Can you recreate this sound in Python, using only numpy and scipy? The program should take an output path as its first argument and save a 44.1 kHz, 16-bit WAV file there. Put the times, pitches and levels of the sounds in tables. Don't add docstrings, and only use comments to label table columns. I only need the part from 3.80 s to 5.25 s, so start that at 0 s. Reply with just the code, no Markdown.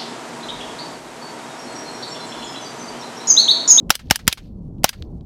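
import sys
import numpy as np
from scipy import signal
from scipy.io import wavfile

SR = 44100
rng = np.random.default_rng(int(sys.argv[2]) if len(sys.argv) > 2 else 0)


def ratio(d):
    e = np.asarray(d, float) / 20
    return 10 ** e


def pcm_store(signal):
    levels = np.round(np.clip(np.atleast_2d(signal), -1, 1) * 32767)
    wavfile.write(sys.argv[1], SR, levels.astype(np.int16).T)


N = 63945
T = np.arange(N) / SR

FIRED_S = np.array([.1038, .3092, .4777, 1.0423])
SLAM_S = FIRED_S + np.array([.0492, .0488, .0488, .0490])

# hollow_note_db, hollow_note_hz, low_push_db
SHOT_VOICES = [
    (-6, 800, -20),
    (-0.5, 440, 2.5),
    (0.5, 660, 1),
    (2.5, 740, -5),
]
# hammer_db, slide_db, slam_db, echo_db
SHOT_PARTS = [
    (-29, -36, -18, -41),
    (-24, -35.5, -16, -40.5),
    (-33.5, -34, -16.5, -38.5),
    (-29.5, -35, -16, -41.5),
]


def rms_one(x):
    return x / np.sqrt(np.mean(x ** 2) + 1e-20)


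def drift(rate_hz):
    r = np.exp(-2 * np.pi * rate_hz / SR)
    wander = signal.lfilter([1], [1, -2 * r, r * r], rng.standard_normal(N + SR))
    return rms_one(wander[SR:])


def steep(x, hz, kind):
    return signal.sosfilt(signal.butter(4, hz, kind, fs=SR, output="sos"), x)


def resonance(x, hz, width_hz):
    r = np.exp(-np.pi * width_hz / SR)
    gain = (1 - r * r) / 2
    return signal.lfilter([gain, 0, -gain], [1, -2 * r * np.cos(2 * np.pi * hz / SR), r * r], x + 1e-18)


def noise(spectrum, peaks=(), patchy_db=0., rate_hz=60.):
    peak_share_db = 7.4
    hz, db = np.transpose(spectrum)
    count = int(2.5 * np.log2(hz[-1] / hz[0])) + 1
    edges = np.geomspace(hz[0], min(hz[-1], SR / 2.3), count)
    white = rng.standard_normal((3, N))
    out = 0
    for k, (low, high) in enumerate(zip(edges, edges[1:])):
        band_filter = signal.butter(2, [low, high], "band", fs=SR, output="sos")
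        band = signal.sosfilt(band_filter, white[k % 2])
        band_db = np.interp(np.log(low * high) / 2, np.log(hz), db)
        out = out + band * ratio(band_db + patchy_db * drift(rate_hz))
    for k, (peak_hz, width_hz, peak_db) in enumerate(peaks):
        sign = (-1) ** k
        out = out + sign * ratio(peak_db + peak_share_db) * resonance(white[2], peak_hz, width_hz)
    return rms_one(out)


def envelope(starts_s, levels_db, rise_s, hold_s, t60_s):
    age = T - np.reshape(starts_s, (-1, 1))
    rise = np.clip(age / rise_s, 0, 1)
    release = ratio(-60 * np.clip(age - rise_s - hold_s, 0, 9) / t60_s)
    return (ratio(np.reshape(levels_db, (-1, 1))) * rise * release).sum(axis=0)


def ring(starts_s, hz, db, t60_s):
    age = np.clip(T - np.reshape(starts_s, (-1, 1)), 0, 9)
    return (ratio(db) * np.sin(2 * np.pi * hz * age) * ratio(-60 * age / t60_s)).sum(axis=0)


def gas_burst():
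    # pitch_hz, level_db (per Hz)
    gas_colour = [(500, -5.5), (1300, 5), (1900, -10), (2900, -5), (4200, -18.5), (5500, -9.5),
                  (13000, -11), (16000, -25.5)]
    # pitch_hz, width_hz, level_db
    gas_peaks = [(843, 180, -2.5), (2110, 60, -2), (2904, 240, -0.5), (5536, 430, -4.5), (7300, 120, -9.5),
                 (13300, 70, -7.5)]
    burst = envelope(FIRED_S, 4, rise_s=.0002, hold_s=.0017, t60_s=.009)
    bounce = envelope(FIRED_S + .0035, -20.5, rise_s=.0015, hold_s=.0015, t60_s=0.03)
    blast = (burst + bounce) * noise(gas_colour, gas_peaks, patchy_db=2.5, rate_hz=89)
    return steep(blast, 562, "high")


def suppressor_note():
    hollow_db, hollow_hz, push_db = np.transpose(SHOT_VOICES)[:, :, None]
    hollow = ring(FIRED_S + .0012, hollow_hz, hollow_db, t60_s=.009)
    push = ring(FIRED_S, 195, push_db, t60_s=.011)
    return hollow + steep(push, 60, "high")


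def gas_bleed():
    # pitch_hz, level_db (per Hz)
    bleed_colour = [(290, -42.5), (500, -5.5), (3150, -5.5), (4800, -2), (5550, -6), (8700, -19),
                    (12500, -14.5), (16000, -23)]
    hiss = envelope(FIRED_S, -23, rise_s=0.0043, hold_s=0.0014, t60_s=0.078)
    return hiss * noise(bleed_colour, patchy_db=1.0, rate_hz=40)


def hammer_fall():
    # pitch_hz, level_db (per Hz)
    hammer_colour = [(590, -45), (1000, -8), (3580, -2), (4260, -10), (7610, -15.5), (9940, -13),
                     (16000, -29)]
    hammer_db = np.transpose(SHOT_PARTS)[0]
    fall_s = FIRED_S - .0083
    knock = noise(hammer_colour, patchy_db=-0.5, rate_hz=200)
    hit = envelope(fall_s, hammer_db, rise_s=.0006, hold_s=.0016, t60_s=.008) * knock
    uncovered = envelope(FIRED_S, 0, rise_s=.0003, hold_s=.03, t60_s=.01) < .01
    rattle = envelope(fall_s, hammer_db - 15.5, rise_s=0.0016, hold_s=0.0017, t60_s=0.078)
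    return hit + uncovered * rattle * steep(knock, 7200, "low")


def bolt_slide():
    # pitch_hz, level_db (per Hz)
    slide_colour = [(290, -49.5), (500, -18), (831, -13), (3390, 1), (5710, -12), (6230, -11.5),
                    (16000, -29.5)]
    slide_db = np.transpose(SHOT_PARTS)[1]
    scrape = envelope(SLAM_S - .018, slide_db, rise_s=.010, hold_s=0.0048, t60_s=.03)
    return scrape * noise(slide_colour, patchy_db=-0.5, rate_hz=150)


def bolt_slam():
    # pitch_hz, level_db (per Hz)
    steel_colour = [(180, -51.5), (300, -13), (4020, -0.5), (5610, -18), (6300, -20), (10700, -6.5),
                    (16000, -24)]
    # pitch_hz, width_hz, level_db
    steel_peaks = [(1600, 77, -1.5), (3130, 300, -0.5), (4930, 330, -0.5), (6100, 590, -5),
                   (7760, 310, -7.5), (8160, 440, -8), (9800, 130, -9), (13800, 210, -7)]
    slam_db = np.transpose(SHOT_PARTS)[2]
    clack = envelope(SLAM_S, slam_db, rise_s=.0002, hold_s=.001, t60_s=.017)
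    tail = envelope(SLAM_S, slam_db - 22, rise_s=.001, hold_s=.001, t60_s=.09)
    return (clack + tail) * noise(steel_colour, steel_peaks, patchy_db=-4.5, rate_hz=110)


def steel_ring():
    # pitch_hz, level_db, t60_s
    steel_parts = [(4328, -63, .65), (8600, -73, .35), (12270, -75, .9), (13400, -79, .8)]
    out = ring([0], 7294, -75, t60_s=.35)
    for hz, db, t60_s in steel_parts:
        out = out + ring(SLAM_S, hz, db, t60_s) * ratio(2.5 * drift(20))
    return out


def trigger_ticks():
    # start_s, level_db, pitch_hz
    tick_events = [
        (0.2717, -44, 2900),
        (0.613, -56, 3430),
        (.654, -69, 2786),
        (0.667, -60, 3800),
        (0.984, -50.5, 2820),
        (1.217, -56.5, 3500),
        (1.2239, -22, 3480),
        (1.2292, -46, 2240),
        (1.41, -44.5, 3600),
        (1.4087, -50, 3120),
    ]
    width_hz, body_hz = 1800, 1500
    snap_noise = steep(rng.standard_normal(N), 12500, "low")
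    snap_noise = steep(snap_noise, 8000, "high")
    out = np.zeros(N)
    for start_s, db, hz in tick_events:
        click = np.zeros(N)
        click[int(start_s * SR)] = ratio(db) * SR / width_hz
        once = resonance(click, hz, width_hz)
        out += resonance(once, hz, width_hz) / 2
        body = resonance(click, body_hz, body_hz)
        out += ratio(-9) * steep(body, 4900, "low") / 2
        out += envelope([start_s], [db - 27], rise_s=.0002, hold_s=.0003, t60_s=.004) * snap_noise
    return out


def bank_echo():
    # pitch_hz, level_db (per Hz)
    echo_colour = [(290, -27), (500, -8), (1640, -1.5), (4600, -6), (5310, -9.5), (13100, -24.5),
                   (16000, -34.5)]
    echo_db = np.transpose(SHOT_PARTS)[3]
    delay_s = np.array([.0885, .0815, .0955, .0862])
    answer = envelope(FIRED_S + delay_s, echo_db, rise_s=0.00062, hold_s=.005, t60_s=.085)
    return answer * noise(echo_colour, patchy_db=1.5, rate_hz=100)


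def plain_scatter():
    # pitch_hz, level_db (per Hz)
    scatter_colour = [(760, -39), (1300, -0.5), (2240, -2), (4490, 2.5), (8080, -19.5), (13800, -16),
                      (16000, -27)]
    wash = envelope([-.21, *FIRED_S], -63, rise_s=0.013, hold_s=.17, t60_s=.24)
    return wash * steep(noise(scatter_colour, patchy_db=5.0, rate_hz=150), 1200, "high")


def wind():
    # time_s, level_db
    gusts = [(0.0, -39.5), (0.108, -42.5), (0.25, -43), (0.52, -39), (0.674, -46), (0.802, -43.5),
             (0.896, -42.5), (1.02, -41), (1.23, -43), (1.36, -41.5), (1.45, -46)]
    # pitch_hz, level_db (per Hz)
    wind_colour = [(12, -39.5), (20, -1.5), (91, -3), (129, -5), (181, -4.5), (779, -33), (1400, -56.5),
                   (1820, -82), (3080, -120)]
    duck_db, recover_s = -18.5, 0.11
    age = T - FIRED_S[:, None]
    duck = duck_db * (age > 0) * np.clip(1.5 - age / recover_s, 0, 1)
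    rumble = steep(noise(wind_colour, patchy_db=1.5, rate_hz=4), 1150, "low")
    lumps = rumble * ratio(1.5 * drift(3))
    strength_db = np.interp(T, *np.transpose(gusts)) + 8
    return ratio(strength_db + duck.min(axis=0)) * lumps


def recorder_hiss():
    hiss = rms_one(resonance(rng.standard_normal(N), 3000, 6000))
    return ratio(-80 + 3 * drift(30)) * hiss


def scene():
    shots = gas_burst() + suppressor_note() + gas_bleed()
    action = hammer_fall() + bolt_slide() + bolt_slam() + steel_ring()
    surroundings = bank_echo() + plain_scatter()
    mix = shots + action + trigger_ticks() + surroundings + wind() + recorder_hiss()
    return mix[None]


def band_limit(x):
    return signal.sosfilt(signal.butter(12, 16140, fs=SR, output="sos"), x)


def record(dry):
    top, knee = 1.0, 6.0
    overloaded = dry / (1 + np.abs(dry / top) ** knee) ** (1 / knee)
    return band_limit(overloaded)


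dry = scene()
out = record(dry)
pcm_store(out)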